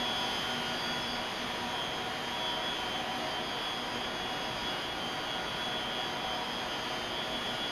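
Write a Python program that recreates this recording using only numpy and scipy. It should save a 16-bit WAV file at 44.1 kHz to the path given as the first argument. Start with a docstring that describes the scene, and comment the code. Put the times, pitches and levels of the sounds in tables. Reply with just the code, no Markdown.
"""A beating electric hum and whine stands over the roar of cooling blowers, with faint birds far off.
An electric train waits at a roofed platform; a small camera slowly turns away from its nearest car.
Converters under several cars sound sine tones and narrow humps near multiples of the mains, out of step.
Shaped noise gives blower air, blade tones and distant rumble; short falling notes with echoes give
the birds; brief high rings give faint ticks in the camera body."""
import sys
import numpy as np
from scipy import signal
from scipy.fft import rfft, irfft
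from scipy.io import wavfile
from scipy.ndimage import uniform_filter1d

SR = 44100
rng = np.random.default_rng(int(sys.argv[2]) if len(sys.argv) > 2 else 0)


def waveform_to_disk(signal):
    """Save audio, clipped to [-1, 1], as 16-bit WAV at the path in sys.argv[1]."""
    frames = np.transpose(np.atleast_2d(signal))
    scaled = np.clip(frames, -1, 1) * 32767
    samples = np.round(scaled).astype(np.int16)
    wavfile.write(sys.argv[1], SR, samples)


N = 340002
T = np.arange(N) / SR
MAINS_HZ = 60


def undb(db):
    """Turn decibels into an amplitude factor."""
    return 10 ** (np.asarray(db) / 20)


def walk(rate_hz):
    """Smooth random drift: levels held 1 / rate_hz seconds and slewed twice, spread about 0.7."""
    hold = int(SR / rate_hz)
    steps = np.repeat(rng.standard_normal(N // hold + 1), hold)
    slewed = uniform_filter1d(uniform_filter1d(steps, hold), hold)
    return 0.97 * slewed[:N]


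def coloured(gain):
    """Noise whose amplitude density (per root Hz) follows gain(hz)."""
    hz = np.arange(1, N // 2 + 2) * SR / N
    white = rfft(rng.standard_normal(N))
    return irfft(white * gain(hz) * np.sqrt(SR / 2), N)


def loud_tones(orders, table, wander, partner=0., partner_hz=4.):
    """Swelling tones of wandering pitch; a second car a few Hz above beats against each one."""
    time_s, *levels_db = np.transpose(table)
    out = 0
    for order, level_db in zip(orders, levels_db):
        pitch_hz = order * MAINS_HZ * (1 + wander * walk(3))
        turns = np.cumsum(pitch_hz) / SR + rng.random()
        apart = np.cumsum(partner_hz * (1 + .4 * walk(1.6))) / SR + rng.random()
        pair = np.sin(2 * np.pi * turns) + partner * np.sin(2 * np.pi * (turns + apart))
        # the pair together has the rms level of the table
        swell = np.sqrt(2 / (1 + partner ** 2)) * np.interp(T, time_s, undb(level_db))
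        out = out + swell * pair
    return out


# Loudest whine, swelling and fading as the cars beat.
# WHINE_ORDERS: order [mains multiples]; WHINE: time_s [s], then a level_db [dB rms] for each order
WHINE_ORDERS = [52, 56]
WHINE = [(0.0, -47, -37), (0.08, -44, -37), (0.4, -41, -44), (0.52, -41, -45), (0.64, -43, -60),
         (0.92, -53, -40), (1.08, -48, -41), (1.24, -50, -47), (1.52, -49, -46), (1.64, -52, -49),
         (1.8, -43, -44), (2.0, -49, -50), (2.28, -47, -60), (2.36, -62, -43), (2.48, -41, -37),
         (2.56, -40, -46), (2.6, -44, -48), (2.68, -52, -37), (2.8, -42, -47), (2.88, -44, -59),
         (2.96, -41, -42), (3.04, -50, -53), (3.12, -43, -50), (3.24, -60, -47), (3.36, -40, -54),
         (3.44, -54, -44), (3.56, -44, -50), (3.68, -47, -39), (3.76, -55, -43), (3.84, -46, -47),
         (3.92, -60, -56), (3.96, -44, -56), (4.04, -46, -43), (4.12, -62, -47), (4.24, -51, -42),
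         (4.36, -62, -46), (4.52, -50, -45), (4.6, -48, -58), (4.68, -49, -38), (4.76, -51, -49),
         (4.84, -43, -46), (4.92, -60, -42), (4.96, -62, -50), (5.04, -40, -52), (5.16, -50, -51),
         (5.24, -45, -52), (5.32, -53, -41), (5.36, -46, -44), (5.44, -56, -51), (5.48, -48, -42),
         (5.56, -46, -51), (5.64, -54, -38), (5.72, -48, -43), (5.76, -48, -38), (5.84, -42, -50),
         (6.04, -49, -40), (6.12, -45, -56), (6.24, -52, -44), (6.32, -40, -47), (6.4, -52, -43),
         (6.48, -44, -60), (6.56, -51, -44), (6.68, -53, -56), (6.72, -43, -45), (6.8, -46, -59),
         (6.84, -46, -45), (6.96, -44, -60), (7.08, -46, -58), (7.2, -43, -40), (7.28, -57, -50),
         (7.36, -43, -39), (7.4, -59, -45), (7.48, -44, -39), (7.56, -46, -51), (7.64, -48, -37),
         (7.7, -46, -42)]
# Side tones of the whine: time_s [s], level_db of multiple 54 [dB rms], level_db of multiple 78 [dB rms]
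SIDE = [(0.0, -57, -60), (0.24, -55, -52), (0.6, -49, -66), (0.84, -51, -45), (1.04, -68, -63),
        (1.12, -63, -46), (1.28, -56, -66), (1.36, -68, -51), (1.52, -49, -68), (1.64, -66, -67),
        (1.8, -43, -73), (2.2, -56, -63), (2.32, -46, -59), (2.48, -58, -56), (2.68, -47, -59),
        (2.8, -57, -66), (2.92, -49, -63), (3.12, -67, -73), (3.32, -58, -50), (3.4, -56, -68),
        (3.52, -46, -50), (3.6, -67, -56), (3.76, -48, -56), (3.84, -52, -63), (4.04, -50, -56),
        (4.2, -66, -56), (4.32, -53, -66), (4.72, -50, -54), (4.8, -68, -62), (4.96, -51, -60),
        (5.16, -49, -52), (5.24, -66, -55), (5.32, -45, -60), (5.48, -64, -54), (5.56, -48, -56),
        (5.64, -68, -57), (5.72, -47, -61), (5.8, -56, -66), (5.88, -46, -73), (6.08, -49, -53),
        (6.16, -66, -62), (6.24, -49, -59), (6.4, -61, -63), (6.48, -46, -63), (6.6, -46, -59),
        (6.68, -56, -56), (6.88, -53, -55), (7.04, -68, -57), (7.12, -48, -59), (7.24, -55, -56),
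        (7.48, -52, -66), (7.7, -68, -54)]
# Upper side tones: time_s [s], level_db of multiple 82 [dB rms], level_db of multiple 84 [dB rms]
UPPER = [(0, -54, -57), (.36, -56, -50), (.56, -68, -54), (.8, -52, -61), (1.24, -62, -59),
         (1.92, -73, -57.5), (2.28, -56.5, -74), (2.4, -70, -58), (2.64, -60, -56), (2.96, -58, -62),
         (3.48, -64, -57), (3.88, -53, -58), (4.2, -61, -62), (4.64, -53, -61), (4.88, -59, -66),
         (5.28, -61, -66), (5.88, -62, -60), (6.32, -56, -62), (6.52, -56, -59), (7, -57, -59),
         (7.44, -60, -60), (7.7, -56, -57)]


def converter_whine():
    """Strong converter multiples between 3 and 5.1 kHz; the side tones beat with a second car."""
    whine = loud_tones(WHINE_ORDERS, WHINE, wander=.0005)
    whine += loud_tones([54, 78], SIDE, wander=.0004, partner=.15, partner_hz=6.5)
    whine += loud_tones([82, 84], UPPER, wander=.000383, partner=.48, partner_hz=7.)
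    return whine


# Slower swells of the low hum.
# HUM_ORDERS: order [mains multiples]; HUM: time_s [s], then a level_db [dB rms] for each order
HUM_ORDERS = [4, 24]
HUM = [(0, -42, -50), (.32, -51, -48.5), (.56, -45, -47.5), (.96, -47, -46), (1.12, -45, -51),
       (1.32, -64, -61), (1.44, -47.5, -64), (1.92, -57, -53), (2.36, -53, -62), (2.76, -54, -50),
       (3.16, -48.5, -68), (3.6, -63, -56), (3.96, -46.5, -55), (4.08, -57, -53.5), (4.96, -60, -50),
       (5.08, -48.5, -56), (5.24, -62, -50), (5.56, -52.5, -47.5), (6.36, -54, -55), (6.56, -47, -62),
       (6.68, -57, -51), (7.24, -54, -53), (7.36, -46.5, -54), (7.7, -62, -50.5)]


def converter_hum():
    """Low mains multiples from two cars, beating about four times a second."""
    return loud_tones(HUM_ORDERS, HUM, wander=.0005, partner=.34, partner_hz=4.)


# How far each car's converter runs off the nominal rate: detune [share of the pitch]
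DETUNE = [-.00105, -.0004, .0002, .0007, .0012]
# Weaker converter tones: order [mains multiples], and level_db before the camera's turn [dB rms]
ORDERS = [6, 8, 16, 26, 30, 32, 48, 50, 53, 55, 58, 60, 62, 64, 72, 76, 79, 80, 83, 86, 100, 102, 103, 104,
          106, 108, 110, 112, 114]
ORDERS_DB = [-56, -59, -53, -62, -60, -60, -54, -61, -66, -64, -63, -63, -68, -68, -73, -66, -72, -68, -73,
             -72, -78, -68, -79, -67, -65, -66, -71, -73, -76]
# The same in the high treble: order [mains multiples], and level_db before the turn [dB rms]
HIGH_ORDERS = [126, 128, 130, 132, 134, 136, 156, 162, 164, 166, 170, 180, 182, 210]
HIGH_ORDERS_DB = [-83, -70, -68, -66, -73, -80, -76, -81, -76, -82, -83, -80, -82, -81]


def weak_tones(waver=.00006, blur_hz=.6):
    """Every car sounds each tone with its own strength and a slight waver; the sum beats unevenly."""
    # the other even multiples in the treble sound faintly
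    faint_orders = [k for k in range(138, 214, 2) if k not in HIGH_ORDERS]
    orders = ORDERS + HIGH_ORDERS + faint_orders
    levels_db = ORDERS_DB + HIGH_ORDERS_DB + [-87.5] * len(faint_orders)
    spectrum = np.zeros(N // 2 + 1, complex)
    near = np.arange(-40, 41)  # spectrum bins around each tone
    for order, level_db in zip(orders, levels_db):
        # high tones die with distance: the cars furthest off the nominal rate drop out of them
        reach = np.exp(-(np.array(DETUNE) * order * MAINS_HZ / 7) ** 2)
        shares = reach * rng.uniform(0.63, 0.87, len(DETUNE))
        for detune, share in zip(DETUNE, shares / shares.sum()):
            centre = order * MAINS_HZ * (1 + detune) * N / SR
            width = blur_hz * N / SR + waver * centre
            hump = np.exp(-.5 * (near / width) ** 2)
            # random phases spread the waver over time; the hump keeps unit energy
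            hump = hump * np.exp(2j * np.pi * rng.random(len(near))) / np.sqrt(np.sum(hump ** 2))
            spectrum[int(centre) + near] += np.sqrt(2 * share) * undb(level_db) * hump * N / 2
    return irfft(spectrum, N)


# Air roar of the blowers before the camera's turn: pitch_hz [Hz], level_db [dB per Hz]
ROAR = [(20, -83.5), (60, -84), (130, -72), (300, -71), (500, -71.5), (800, -71), (1100, -71.5),
        (1500, -74.5), (2500, -76.5), (4000, -83), (5200, -88), (5500, -90.5), (7200, -96.5), (8500, -99),
        (13000, -100)]


def blower_roar():
    """Rushing air: broad noise whose colour runs straight between points on a log pitch scale."""
    pitch_hz, level_db = np.transpose(ROAR)
    return coloured(lambda hz: undb(np.interp(np.log(hz), np.log(pitch_hz), level_db)))


# Blade tones smeared by turbulence, before the turn: pitch_hz [Hz], width_hz [Hz], level_db [dB rms]
BLADES = [(57, 12, -64), (300, 20, -62), (625, 10, -61), (636, 6, -52), (721, 6, -56), (734, 8, -53),
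          (756, 7, -51), (805, 6, -59), (953, 8, -58), (976, 7, -55), (1040, 15, -63), (1708, 12, -61),
          (1953, 14, -63), (2437, 14, -65)]


def blade_tones():
    """Blower blades passing: narrow bell-shaped humps of noise, their powers added."""
    def gain(hz):
        power = 0
        for pitch_hz, width_hz, level_db in BLADES:
            bell = np.exp(-2 * ((hz - pitch_hz) / width_hz) ** 2)
            power = power + undb(2 * level_db) / (width_hz * np.sqrt(np.pi / 2)) * bell
        return np.sqrt(power)
    return coloured(gain)


# The camera turns from the nearest car: time_s [s], bass_db [dB gain], treble_db [dB gain],
# blades_db [dB gain], rumble_db [dB rms]
TURN = [(0, -0.5, 3.5, 4.5, -64), (.6, 3.5, 3, 0.5, -72), (1.2, -0.5, 1.5, 0.5, -57),
        (1.6, 1.5, 1.6, .1, -71), (2.5, 0.5, 0.1, 1.7, -63), (3.1, -0.5, 0.8, 5.5, -64),
        (3.7, 0.5, 0.9, 0.7, -65), (4.5, 1.8, 1.3, 1.3, -59), (5.5, 1, 0.8, -0.4, -59),
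        (6.5, .1, 0.2, 3.6, -64), (7.71, 1.5, 1.1, -2.5, -61)]


def train_as_camera_turns():
    """Blowers and weak tones, with bass, treble and blade tones shaded by the turn."""
    time_s, *columns = np.transpose(TURN)
    bass_db, treble_db, blades_db, _ = (np.interp(T, time_s, c) for c in columns)
    converters = weak_tones()
    steady = blower_roar() + undb(blades_db) * blade_tones() + converters
    bass = signal.sosfiltfilt(signal.butter(1, 220, fs=SR, output="sos"), steady)
    treble = signal.sosfiltfilt(signal.butter(1, 2500, "high", fs=SR, output="sos"), steady)
    middle = steady - bass - treble
    # gusts under the roof make bass and treble drift a little
    bass_gain = undb(bass_db + 0.82 * walk(6.5))
    treble_gain = undb(treble_db + 1.1 * walk(5.4))
    return bass_gain * bass + treble_gain * treble + middle


def rumble():
    """Low distant rumble: noise around 28 to 65 Hz, its level following the camera's turn."""
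    band = signal.butter(2, [28, 65], "bandpass", fs=SR, output="sos")
    low = signal.sosfilt(band, rng.standard_normal(N))
    time_s, *_, rumble_db = np.transpose(TURN)
    return undb(np.interp(T, time_s, rumble_db)) * low / low.std()


# Far bird twitter: start_s [s], length_s [s], pitch_hz [Hz],
# level_db [dB rms at a note's peak, before scatter and echo]
TWITTER = [(.19, .05, 4400, -55), (.96, .19, 5100, -51), (4.2, .3, 5080, -58), (4.55, .28, 4990, -56),
           (5.25, .11, 4650, -54), (6.2, .27, 5070, -55), (6.5, .15, 4950, -60)]


def twitter(rate_hz=70, scatter=.013, glide=-.02, note_s=.01, echo_s=.045):
    """Quick falling notes of uneven pitch and size, smeared by echoes on their way."""
    out = np.zeros(N + SR)
    t = np.arange(int(4 * note_s * SR)) / SR
    shape = np.exp(-((t - 2 * note_s) / note_s) ** 2 * 2)
    fall = 1 + glide * (t / (4 * note_s) - 1)
    for start_s, length_s, pitch_hz, level_db in TWITTER:
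        for j, (late, off, size) in enumerate(rng.standard_normal((40, 3))):
            at_s = (j + .3 * late) / rate_hz
            if 0 <= at_s <= length_s:
                note = np.sin(2 * np.pi * pitch_hz * (1 + scatter * off) * t * fall)
                i = int((start_s + at_s) * SR)
                out[i:i + len(t)] += np.sqrt(2) * undb(level_db + 2 * size) * shape * note
    # echoes: a decaying noise tail of unit energy
    tail = rng.standard_normal(SR // 4) * np.exp(-np.arange(SR // 4) / SR / echo_s)
    return signal.fftconvolve(out, tail / np.sqrt(np.sum(tail ** 2)))[:N]


# Faint ticks in the camera body: start_s [s], level_db of the ring as it starts to decay [dB], pitch_hz [Hz]
TICKS = [(3.1803, -45, 11300), (6.3481, -47, 11900)]


def ticks(ring_s=.0015):
    """Each tick is a very short high ring, dying away exponentially."""
    out = np.zeros(N)
    t = np.arange(int(.01 * SR)) / SR
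    for start_s, level_db, pitch_hz in TICKS:
        i = int(start_s * SR)
        out[i:i + len(t)] += undb(level_db) * np.exp(-t / ring_s) * np.sin(2 * np.pi * pitch_hz * t)
    return out


def scene():
    """The train on the platform, the far birds and the camera's own ticks, added together."""
    train = train_as_camera_turns()
    tones = converter_whine() + converter_hum()
    return (train + tones + rumble() + twitter() + ticks())[None]


def record(dry, notch_hz=(7440, 8236), notch_db=-38, top_hz=12790):
    """The camera cuts a deep notch near 8 kHz and everything over the top."""
    notch = signal.butter(2, notch_hz, "bandstop", fs=SR, output="sos")
    notched = signal.sosfiltfilt(notch, dry)
    # a little of what the notch removes still leaks through
    notched = notched + undb(notch_db) * (dry - notched)
    top_cut = signal.ellip(16, .3, 70, top_hz, fs=SR, output="sos")
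    return signal.sosfilt(top_cut, notched)


dry = scene()
out = record(dry)
waveform_to_disk(out)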